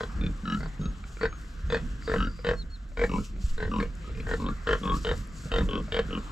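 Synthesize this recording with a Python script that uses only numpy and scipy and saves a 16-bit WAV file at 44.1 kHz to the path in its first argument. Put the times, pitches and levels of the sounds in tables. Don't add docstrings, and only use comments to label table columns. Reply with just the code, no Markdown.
import sys
import numpy as np
from scipy import signal
from scipy.fft import rfft, irfft, next_fast_len
from scipy.io import wavfile
from scipy.ndimage import uniform_filter1d, map_coordinates

SR = 44100
rng = np.random.default_rng(int(sys.argv[2]) if len(sys.argv) > 2 else 0)


def generate_wav(signal):
    frames = np.transpose(np.atleast_2d(signal))
    scaled = np.clip(frames, -1, 1) * 32767
    pcm = np.round(scaled).astype(np.int16)
    wavfile.write(sys.argv[1], SR, pcm)


def volts_from_decibels(level):
    exponent = np.asarray(level, float) / 20
    return 10 ** exponent


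N = 278271


def in_time(rows):
    s, *columns = np.transpose(rows)
    return [np.interp(np.arange(N) / SR, s, column) for column in columns]


def at_hz(points, hz):
    table_hz, value = np.transpose(points)
    return np.interp(np.log(hz), np.log(table_hz), value)


def rms_one(x):
    return x / np.sqrt(np.mean(x ** 2) + 1e-20)


def add(out, s, piece):
    i = max(round(s * SR), 0)
    out[i:i + len(piece)] += piece[:N - i]


def filtered(x, order, hz, kind="low"):
    return signal.sosfilt(signal.butter(order, hz, kind, fs=SR, output="sos"), x)


def drift(rate_hz):
    knots = rng.standard_normal(400)
    place = np.arange(N) / SR * np.clip(rate_hz, .1, 60)
    return rms_one(map_coordinates(knots, [place], order=3))


def swells(rows, edge_s):
    t, power = np.arange(N) / SR, 0
    for s, length, db in rows:
        outside = np.maximum(np.abs(t - s - length / 2) - length / 4, 0)
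        power = power + volts_from_decibels(2 * db) * np.exp(-(outside / edge_s) ** 2)
    return power


def effort(x):
    size = int(0.01 * SR)
    return uniform_filter1d(uniform_filter1d(x ** 2, size=size), size=size).clip(0)


def rings(modes, detune, spread_db, rise_cycles=0.23, mouth_cycles=0.17):
    t = np.arange(SR // 8) / SR
    hz, db, t60 = np.transpose(sorted(modes))[:, :, None]
    level_chance, pitch_chance = rng.standard_normal((2, len(modes), 1))
    signs = (-1) ** np.arange(len(modes))[:, None]
    rise = np.where((800 < hz) & (hz < 1900), mouth_cycles, rise_cycles)
    decay = volts_from_decibels(db + spread_db * level_chance - 60 * t / t60)
    swell = 1 - np.exp(-t * hz / rise)
    return (signs * decay * swell * np.sin(2 * np.pi * hz * (1 + detune * pitch_chance) * t)).sum(0)


# frequency_hz, likeness [0-1]
LIKENESS = [(60, .97), (130, .985), (250, 0.99), (700, 0.28), (1500, 0.5), (3000, 0.3), (5000, .9),
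            (5800, .995), (7800, .995), (9000, 0.6), (14000, 0.1)]


def noise(spectrum, patchy_db, grains=1):
    low, high = spectrum[0][0], spectrum[-1][0]
    edges = low * 2 ** np.arange(0, np.log2(high / low) + .01, 1 / 3)
    out, white = 0, rng.standard_normal((2, 2, N)) * grains
    for k, (a, b) in enumerate(zip(edges, edges[1:])):
        mid, side = filtered(white[k % 2], 2, [a, b], "band")
        hz = np.sqrt(a * b)
        alike = np.clip(at_hz(LIKENESS, hz), 0, 1)
        gain = volts_from_decibels(at_hz(spectrum, hz) + patchy_db * drift(9.8))
        out = out + gain * (np.sqrt(1 + alike) * mid + np.sqrt(1 - alike) * side * [[1], [-1]])
    return rms_one(out)


def pen(x, t60, level_db, top_hz=3600):
    t = np.arange(round(t60 * SR)) / SR
    shared, *own = rng.standard_normal((3, len(t))) * volts_from_decibels(-60 * t / t60) * (t > .003)
    own = signal.lfilter(*signal.butter(1, 550, "high", fs=SR), own)
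    echoes = filtered(shared + .45 * own, 2, [330, top_hz], "band")
    echoes = volts_from_decibels(level_db) * echoes / np.linalg.norm(echoes[0])
    return x + signal.fftconvolve(x[None], echoes, axes=1)[:, :N]


# time_s, level_db
STIR = [(0, 3.5), (1.1, -1), (1.5, 0), (1.8, 3.5), (2.3, 0), (2.65, -4.5), (2.92, -6.5), (3.1, -4.5),
        (3.4, -3), (4.2, 3), (5.1, 1), (6.31, 5)]


def stir():
    return in_time(STIR)[0]


# frequency_hz, level_db [dB per Hz]
AIR = [(210, -68), (350, -15.5), (547, 7), (630, -15.5), (725, 8), (813, -14), (866, -6), (1050, -0.5),
       (1350, 5), (1700, -1), (2770, -11.5), (3310, -6.5), (3570, -10.5), (7400, -28.5), (9620, -35),
       (16300, -120)]
# time_s, share [0-1]
GAP_FILL = [(0, 1), (1.1, 0.9), (1.2, .1), (3.5, 0.2), (3.7, 0.4), (3.95, 0), (4.5, 0.9), (5.2, 0),
            (6.1, 0.3), (6.31, 1)]


def air(sharp):
    full = noise(AIR, 2.2)
    fill = in_time(GAP_FILL)[0].clip(0, 1)
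    hush = fill * full + (1 - fill) * filtered(full, 1, (656, 975), "bandstop")
    air_db, breath_db = -54, -12.5
    return np.sqrt(volts_from_decibels(2 * (air_db + stir())) + volts_from_decibels(2 * breath_db) * effort(sharp)) * hush


# start_s, length_s, level_db
GUSTS = [(0.13, .21, -30.5), (0.55, 0.15, -36), (0.841, 0.058, -32), (1.24, 0.031, -36), (1.63, 0.2, -35.5),
         (1.8, 0.15, -35), (2.07, 0.27, -31), (2.47, 0.24, -38.5), (3.0, 0.075, -37), (3.13, 0.083, -31.5),
         (3.32, 0.081, -37), (3.77, 0.11, -32.5), (4.0, 0.48, -34), (4.43, 0.1, -30), (4.7, 0.11, -41),
         (4.88, 0.14, -30), (5.08, 0.15, -34), (5.55, 0.14, -31), (5.78, 0.058, -32.5), (5.93, 0.091, -36),
         (6.05, 0.088, -38), (3.62, 0.069, -32), (5.5, 0.25, -32)]


def gusts():
    return swells(GUSTS, 0.035)


# frequency_hz, level_db [dB per Hz]
RUMBLE = [(11, -42), (20, -14.5), (34, -2), (48, 2), (55, -19), (60, -10.5), (70, -19), (90, -7),
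          (120, -50), (200, -120)]


def wind(puffs):
    low = noise(RUMBLE, 1.0)
    height = np.abs(signal.hilbert(low[0], next_fast_len(N))[:N])
    height = uniform_filter1d(height, size=1500)
    rumble = rms_one(low / (height + 0.19) ** 0.45)
    calm_db = -40
    return np.sqrt(volts_from_decibels(2 * calm_db) + puffs) * rumble


# frequency_hz, level_db [dB per Hz]
CHEST = [(41, -54), (70, -4.5), (107, -13.5), (146, -6), (179, -7), (214, -8.5), (500, -30.5), (650, -50),
         (1100, -120)]


def chests(sharp, deep, puffs):
    driven = volts_from_decibels(2 * -12) * effort(sharp) + volts_from_decibels(2 * -15) * effort(deep) + volts_from_decibels(2 * -7.5) * puffs
    flank_db = -49 + stir()
    return np.sqrt(volts_from_decibels(2 * flank_db) + driven) * noise(CHEST, 2.65)


# frequency_hz, level_db [dB per Hz]
STRAW = [(2500, 5), (3200, -4.5), (4500, -0.5), (6000, -2.5), (8000, -1.5), (10000, -5), (12000, -3),
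         (14000, -8.5), (16000, -1)]
# start_s, length_s, level_db
RUSTLES = [(0, 0.012, -69), (.53, 0.075, -70), (1.07, 0.13, -72.5), (1.42, 0.039, -73), (1.86, 0.034, -76),
           (2.1, 0.086, -67), (2.46, 0.13, -77.5), (3.0, 0.14, -70.5), (3.15, 0.13, -67),
           (3.44, 0.088, -66.5), (3.59, 0.072, -74.5), (3.79, 0.031, -71.5), (4.28, 0.14, -68.5),
           (4.7, 0.2, -69.5), (4.93, 0.12, -63), (5.08, 0.14, -66), (5.38, 0.096, -66),
           (5.56, 0.087, -67.5)]


def straw():
    slips = rng.random(N) < 900 / SR
    grains = volts_from_decibels(5.5 * np.minimum(rng.exponential(1, N), 3) * slips)
    bedding_db = -76.5 + 0.84 * stir()
    level = np.sqrt(volts_from_decibels(2 * bedding_db) + swells(RUSTLES, 0.041))
    flutter = volts_from_decibels(13.5 + 1.8 * drift(48))
    return level * flutter * noise(STRAW, 1.0, grains)


# start_s, length_s, level_db
CHIRPS = [
    (2.548, 0.079, -51.5),
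    (2.7, 0.063, -54),
]
# share of length [0-1], pitch_hz, level_db
CHIRP_SHAPE = [(0, 4320, -19), (.34, 4270, -6), (.66, 4326, 1), (.8, 4260, -0.5), (.92, 3980, -0.5),
               (1.02, 3600, -10)]
# start_s, length_s, pitch_hz, level_db
WHISTLES = [
    (0.801, 0.11, 6540, -63.5),
    (1.278, 0.12, 6550, -67),
    (1.674, 0.11, 6450, -66),
]
# time_s, pitch_hz, level_db
TRILL = [(2.02, 4770, -65), (2.066, 4670, -57.5), (2.168, 4640, -65), (2.36, 4800, -66), (2.426, 4840, -61),
         (2.44, 4960, -96)]


def birds():
    out = np.zeros(N)
    smear = rms_one(filtered(rng.standard_normal(N), 2, 170))
    chirps = [[(s + share * length, hz, db + less) for share, hz, less in CHIRP_SHAPE]
              for s, length, db in CHIRPS]
    sag, edge_db = 0.005, -8
    whistles = [[(s, hz * (1 + sag), db + edge_db),
                 (s + length / 4, hz, db),
                 (s + length / 2, hz, db),
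                 (s + length, hz * (1 - sag), db + edge_db)] for s, length, hz, db in WHISTLES]
    for note in chirps + whistles + [TRILL]:
        hz, db = in_time(note)
        start, end = note[0][0], note[-1][0]
        gate, = in_time([(start - .008, 0), (start, 1), (end, 1), (end + 0.003, 0)])
        flutter = smear if note is TRILL else volts_from_decibels(1.0 * drift(46))
        out += gate * volts_from_decibels(db + 7.5) * flutter * np.sin(2 * np.pi * np.cumsum(hz) / SR)
    return out


# time_s, peak_db, pitch_hz, t60_s
BUMPS = [
    (1.64, -16, 59, 0.1),
    (3.44, -10, 56, 0.08),
    (3.477, -9.5, 12.8, 0.26),
    (5.599, -21, 37, 0.34),
    (5.338, -36, 153, 0.076),
    (5.456, -26, 146, 0.064),
]


def bumps():
    out = np.zeros(N)
    for s, db, hz, t60 in BUMPS:
        add(out, s, np.sign(20 - hz) * volts_from_decibels(db) * rings([(hz, 0, t60)], 0, 0))
    return out


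# time_s, peak_db, pitch_hz
TICKS = [(1.2321, -66, 11200), (1.7445, -70, 8800), (2.0717, -69, 9100), (2.4468, -63, 9800),
         (2.4882, -61, 8500), (3.024, -70, 8550), (3.5788, -62, 10100), (3.8027, -58, 10700),
         (3.9529, -60, 9100), (4.4273, -66, 8600), (4.731, -56, 11000), (4.9187, -64, 10300),
         (5.023, -64, 9510), (5.273, -55, 10600), (5.5174, -62, 8600), (5.5614, -59, 8500)]


def ticks():
    out = np.zeros(N)
    for s, db, hz in TICKS:
        modes = [(hz * side, 0, .006) for side in (.76, .88, 1.0, 1.15)]
        add(out, s, volts_from_decibels(db + 11) * rings(modes, 0.035, 3.4))
    return out


# time_s, peak_db, pitch_hz, t60_s
SNAPS = [(1.04, -26.5, 1260, 0.0046), (1.17, -28.5, 365, 0.022), (1.327, -27.5, 1260, 0.025),
         (2.023, -29, 1760, 0.0062), (2.391, -33, 503, 0.043), (2.918, -40.5, 576, 0.071),
         (3.363, -37, 560, 0.029), (4.094, -35, 510, 0.052), (4.243, -40, 444, 0.03),
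         (5.456, -34, 490, 0.052), (5.472, -38, 590, 0.044), (5.881, -32, 600, 0.05)]


def snaps():
    out = np.zeros(N)
    for s, db, hz, t60 in SNAPS:
        modes = [(hz, 0, t60), (1400, -4, .02), (2300, -8, .015), (4000, -14, .01)]
        add(out, s, volts_from_decibels(db - 6.5) * rings(modes, 0.0085, 0.88))
    return out


# time_s, peak_db,
# pitch_hz, t60_s
PEEPS = [(1.19, -41, 1400, .04), (4.043, -41, 1250, .04), (4.073, -40, 1260, .045), (4.203, -49, 3320, .03),
         (4.205, -50, 4150, .03), (4.462, -40, 3170, .03), (4.463, -43, 3400, .025),
         (4.464, -45, 3680, .07), (5.386, -48, 4500, .02)]


def peeps():
    out = np.zeros(N)
    for s, db, hz, t60 in PEEPS:
        add(out, s, volts_from_decibels(db + 6) * rings([(hz, 0, t60)], 0, 0, 6, 6))
    return out


def tract_modes(place, tract, manner, colour, arc, body, throat_s, lip_s, crack_db,
                jaw_reach, jaw_order, tightening):
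    throat_hz, mouth_hz, lip_hz, snout_hz = tract
    glide, throat_db, cheek_db, snout_db = manner
    lip_db, upper_db, nose_hz, nose_db, mouth_s = colour
    _, opening_db, shutting_db, snout_s, jaw_turn = arc
    wide_db = np.interp(place, [0, .65, 1], [opening_db, 0, shutting_db])
    snout_db = snout_db + wide_db
    moved = 1 + np.clip(glide * ((place - jaw_turn) / jaw_reach) ** jaw_order, -0.31, 0.31)
    mouth_hz = mouth_hz * moved
    modes = [(throat_hz * (1 + tightening * (place - .5)), throat_db, throat_s),
             (mouth_hz, 0, mouth_s),
             (lip_hz * moved, lip_db, lip_s),
             (snout_hz, snout_db, snout_s),
             (nose_hz, nose_db, .025)]
    modes += [(snout_hz * side, snout_db - 8.0, .014) for side in (.89, 1.11)]
    modes += [(mouth_hz * 1.076, crack_db, .009), (snout_hz * .97, snout_db + crack_db - 6.5, .008)]
    for hz, db, t60 in body:
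        cheek = cheek_db * (250 < hz < 700)
        upper = (upper_db + wide_db) * (hz > 2200)
        modes.append((hz, db + cheek + upper, t60))
    return modes


def voice(grunts, shapes, body, tract_settings, rasp_db, rasp_s, rise_cycles, mouth_cycles,
          shut_s, open_db, dull_hz, soft_start, slowing):
    out, t, after = np.zeros(N), np.arange(SR // 40) / SR, np.arange(SR // 8) / SR
    opened = 1 / (1 + np.exp((shut_s - after) / 0.0008))
    for (first, last, peak_db, last_db, closing_db), shape in zip(grunts, shapes):
        start_db = shape[-1][0]
        count = max(round((last - first) / .023), 1)
        gaps = 1 + slowing * np.linspace(0, 1, count) ** 3
        places = np.r_[0, np.cumsum(gaps)] / gaps.sum()
        pulse_db = np.interp(places, [0, .63, 1], [peak_db + start_db, peak_db, last_db])
        rasp = rng.standard_normal(len(t))
        for place, db in zip(np.r_[places, 1 + 1.06 / count], np.r_[pulse_db, closing_db]):
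            push = rasp + 1.96 * rng.standard_normal(len(t))
            push = volts_from_decibels(rasp_db) * push * t / rasp_s * np.exp(1 - t / rasp_s)
            push[0] = 1
            if place > 1 or soft_start and place == 0:
                push = signal.lfilter(*signal.butter(1 + (place == 0), dull_hz, fs=SR), push)
            modes = tract_modes(place, *shape, body, **tract_settings)
            ring = rings(modes, .007, 2.0, rise_cycles, mouth_cycles)
            pulse = signal.fftconvolve(push, ring)[:len(after)]
            shut_db = -8.5 * (place >= 1)
            add(out, first + place * (last - first), volts_from_decibels(db + (open_db + shut_db) * opened) * pulse)
    return filtered(out, 2, 5200)


# first_pulse_s, last_pulse_s, peak_db, last_db, closing_pulse_db
DEEP = [(0.186, 0.264, -38.5, -37.5, -50), (0.432, 0.546, -27, -28.5, -32), (0.793, 0.856, -44, -43.5, -67),
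        (2.140, 2.270, -25, -29.5, -47), (3.073, 3.182, -28, -30, -35), (3.692, 3.785, -27.5, -25, -25.5),
        (4.021, 4.077, -56, -46, -59), (4.378, 4.486, -31.5, -28.5, -35), (4.812, 4.941, -22.5, -26, -28),
        (5.588, 5.650, -30.5, -62, -74), (5.667, 5.800, -28, -37.5, -64), (6.085, 6.174, -33, -29.5, -48)]
# throat_hz, mouth_hz, lip_hz, snout_hz
DEEP_TRACT = [(181.4, 1500, 1680, 3550), (207.4, 1285, 1660, 2920), (162.7, 1285, 443, 3800),
              (205, 1300, 1540, 2885), (208, 1010, 860, 2730), (217, 1036, 1380, 2770),
              (210, 1680, 1200, 2400), (224, 1050, 1500, 4000), (209, 1097, 1600, 3280),
              (177, 1020, 170.5, 8500), (207, 1085, 1500, 3030), (204, 1270, 1085, 2910)]
# jaw_glide [share], throat_db, cheek_db, snout_db
DEEP_MANNER = [(-0.028, 20, 6.5, 0), (0.03, 8, -11, -1.5), (0.014, 22.5, 5.5, -3), (0.027, 5, -8, -1),
               (0.22, 8, 0.5, -9.5), (0.07, 5.5, -2.5, -5), (-0.12, 3, -14, -30), (0.022, 6, -1, -8.5),
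               (0.024, 1.5, -3.5, -4.5), (0.01, 15.5, 0, -18), (0.026, 6.5, 6, 8.5), (0.021, 8.5, 4, 9.5)]
# lip_db, upper_db, nose_hz, nose_db, mouth_ring_s
DEEP_COLOUR = [(-3.5, -6, 2400, 1.5, 0.025), (-6.5, 5.5, 3900, -8.5, 0.076), (-20, 2, 3200, -12, 0.063),
               (-2, 0, 3810, -13.5, 0.04), (-13, 1.5, 2270, -10, 0.043), (-13, -2, 3746, -15.5, 0.071),
               (-18, -20, 710, -11, 0.025), (-15, -6, 2270, -16, 0.055), (-12.5, -11, 2600, -14, 0.073),
               (-19, -1, 1300, -18, 0.024), (-9.5, 0, 2620, -6.5, 0.065), (-6.5, -3, 2430, -9.5, 0.035)]
# first_pulse_db [re peak], snout_first_db, snout_last_db, snout_ring_s, jaw_turn [0-1]
DEEP_ARC = [(-5, 3, 7, 0.038, 0.59), (-7, -12, -4, 0.038, 0.626), (1, 2, 8.5, 0.039, 0.65),
            (-7, -2, -9, 0.019, 0.47), (-6.5, 4, -9, 0.02, .59), (-5.5, -1, -3.5, 0.018, 0.71),
            (-9, -4, -4, .02, 0.42), (-1.5, -2, -1, 0.012, 0.393), (-7.5, 0, -10, 0.03, 0.56),
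            (-5.5, -4, -4, .02, 0.52), (-10.5, -1, -5.5, 0.011, 0.59), (-6, -7, -14, 0.014, 0.68)]
# frequency_hz, level_db, t60_s
DEEP_BODY = [(41.8, -6, 0.11), (102, -30, 0.017), (295, -3.5, 0.028), (458, 0.0, 0.039), (2157, -26, 0.051),
             (2603, -11, 0.026), (3830, -20, 0.033), (4770, -24, 0.013), (5600, -18, 0.021)]


def deep_voice():
    shapes = zip(DEEP_TRACT, DEEP_MANNER, DEEP_COLOUR, DEEP_ARC)
    tract = dict(throat_s=0.096, lip_s=0.037, crack_db=-2.5, jaw_reach=0.409, jaw_order=4, tightening=0)
    return voice(DEEP, shapes, DEEP_BODY, tract, rasp_db=-40, rasp_s=0.0078, rise_cycles=0.53,
                 mouth_cycles=0.56, shut_s=0.012, open_db=-3.0, dull_hz=470, soft_start=True,
                 slowing=0.068)


# first_pulse_s, last_pulse_s, peak_db, last_db, closing_pulse_db
SHARP = [(0.007, 0.034, -25, -30, -53), (0.605, 0.658, -34.5, -36.5, -64), (1.211, 1.254, -23, -22, -60),
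         (1.701, 1.769, -23, -30.5, -66), (2.076, 2.138, -27.5, -21.5, -25.5),
         (2.446, 2.511, -21.5, -23.5, -30.5), (2.972, 3.038, -24, -21, -46), (3.579, 3.651, -27, -34, -35),
         (3.801, 3.827, -21, -29.5, -41), (4.150, 4.201, -45.5, -44, -61), (4.269, 4.336, -27, -25, -56),
         (4.671, 4.730, -23, -20, -27), (5.048, 5.113, -25.5, -23, -32.5),
         (5.517, 5.584, -23.5, -22.5, -27), (5.922, 5.990, -25.5, -24.5, -61)]
# throat_hz, mouth_hz, lip_hz, snout_hz
SHARP_TRACT = [(449, 1370, 1500, 3940), (404, 1420, 2070, 4500), (445, 1455, 1930, 4450),
               (470, 1450, 1780, 3500), (442, 1360, 1730, 3700), (472, 1480, 1780, 3100),
               (467, 1430, 1900, 3200), (427, 1505, 1900, 4050), (453, 1500, 2110, 3570),
               (430, 1100, 2000, 2450), (443, 1460, 1900, 4000), (446, 1640, 1395, 3070),
               (450, 1390, 1900, 3050), (465, 1300, 1890, 3120), (456, 1510, 1713, 3175)]
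# jaw_glide [share], throat_db, cheek_db, snout_db
SHARP_MANNER = [(0.0, 1.5, 6.5, -5.5), (-0.025, -4.5, 4.5, -10.5), (-0.044, -1, 2.5, -13.5),
                (-0.044, 5.5, 8.5, -3.5), (-0.021, 4, 6, -12), (-0.035, 4, 7.5, -5.5), (0.062, 2, 7, -18.5),
                (-0.00086, 0.5, 4.5, -15.5), (0.04, 2.5, -17, -20), (0.042, 4.5, -19, 4),
                (-0.03, 0, 4.5, -25), (-0.018, 2.5, 4, -6.5), (-0.046, 2.5, 6.5, -6),
                (-0.032, 1, 5.5, -2.5), (-0.0077, 3.5, 14.5, 2)]
# lip_db, upper_db, nose_hz, nose_db, mouth_ring_s
SHARP_COLOUR = [(2, -6, 3330, -7.5, 0.015), (-8, -5, 4900, -16, 0.029), (-2, 3.5, 2400, -13, 0.045),
                (1.5, 7.5, 2510, -4.5, 0.021), (1, -4, 3750, -23, 0.026), (1, 5, 2508, -13, 0.031),
                (-7, -1.5, 2265, -0.5, 0.023), (-0.5, -14, 2200, -17, 0.029), (-4, 2, 4209, -13, 0.015),
                (-12, -6, 4800, -5, 0.022), (1, -2, 3200, -19, 0.039), (-0.5, -2, 3300, -9.5, 0.034),
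                (-4, 2, 3710, -8, 0.022), (-2.5, 3, 3730, -4.5, 0.018), (3, 5, 2270, -4, 0.028)]
# first_pulse_db [re peak], snout_first_db, snout_last_db, snout_ring_s, jaw_turn [0-1]
SHARP_ARC = [(-3.5, -6, -3, 0.052, .36), (0, 1, 2, 0.029, 0.3), (-5.5, -0.5, -4, 0.052, 0.66),
             (-9, 2.5, -3.5, 0.022, 0.39), (-4, 7, -2, 0.021, 0.4), (-7.5, 1, -15, 0.028, 0.3),
             (-6.5, 5, 0.5, 0.024, 0.13), (-8, 11, -12, 0.046, 0.6), (-6.5, 3, -8, 0.027, 0.26),
             (-2, 5, 7.5, 0.03, 0.07), (-5.5, 2, 0, 0.029, 0.16), (-3.5, 7, 3, 0.026, 0.4),
             (-3.5, 7, -16, 0.03, 0.26), (-5, 6, -7, 0.025, 0.52), (-7, 6.5, 0.5, 0.027, 0.3)]
# frequency_hz, level_db, t60_s
SHARP_BODY = [(45.6, -5, 0.15), (180, -5.5, 0.035), (602, -5.5, 0.011), (1044, -6.5, 0.027),
              (1967, -5.5, 0.015), (2454, -24, 0.022), (2970, -21, 0.003), (3250, -35, 0.066),
              (3847, -17.5, 0.044), (4320, -26, 0.063), (4810, -23, 0.025), (7610, -25.5, 0.024)]


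def sharp_voice():
    shapes = zip(SHARP_TRACT, SHARP_MANNER, SHARP_COLOUR, SHARP_ARC)
    tract = dict(throat_s=0.059, lip_s=0.024, crack_db=6.0, jaw_reach=0.618, jaw_order=2,
                 tightening=0.029)
    return voice(SHARP, shapes, SHARP_BODY, tract, rasp_db=-38, rasp_s=0.0036, rise_cycles=0.23,
                 mouth_cycles=0.22, shut_s=0.01, open_db=2.0, dull_hz=1490, soft_start=False,
                 slowing=0.0906)


def scene():
    sharp, deep, puffs = sharp_voice(), deep_voice(), gusts()
    background = air(sharp) + wind(puffs) + chests(sharp, deep, puffs) + straw()
    outside = pen(birds(), 0.051, -15.0)
    near = pen(sharp + snaps() + peeps(), 0.15, -13.5)
    muffled = pen(deep, .11, -13.0, top_hz=1740) * volts_from_decibels([[.7], [-.7]])
    return background + outside + bumps() + ticks() + muffled + near


def band_limit(x):
    return signal.sosfilt(signal.butter(12, 15600, fs=SR, output="sos"), x)


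# frequency_hz, level_db
LOUDER_LEFT = [(60, -0.5), (110, -0.5), (200, -2), (380, 0), (560, 2), (800, 4.5), (1290, 1), (2380, 2.5),
               (4400, -0.5), (8120, 1.5), (15000, 15)]
# frequency_hz, lag [radians]
LEFT_LAG = [(30, 0.086), (150, 0.022), (300, 0.033), (520, 0.15), (860, 0.77), (1640, 0.74), (2400, 0.61),
            (3200, 1.17), (4000, 0.95), (5000, 0.05), (8500, 0.02), (10900, .4)]
# frequency_hz, level_db
MICROPHONE = [(6500, 0.5), (7700, 4.5), (8000, -0.5), (8300, -7), (8800, -11), (10000, -10.5),
              (14000, -14.5)]


def record(dry):
    size = next_fast_len(N + 4096)
    hz = np.maximum(np.arange(size // 2 + 1) * SR / size, 1)
    half = volts_from_decibels(at_hz(LOUDER_LEFT, hz) / 2) * np.exp(-.5j * at_hz(LEFT_LAG, hz))
    response = volts_from_decibels(at_hz(MICROPHONE, hz)) * (hz < 14500)
    ports = irfft(rfft(dry, size) * [half, 1 / half] * response, size)[:, :N]
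    ports = filtered(ports, 2, 11, "high")
    limit = .4
    ports = limit * np.tanh(ports / limit)
    return band_limit(ports)


dry = scene()
out = record(dry)
generate_wav(out)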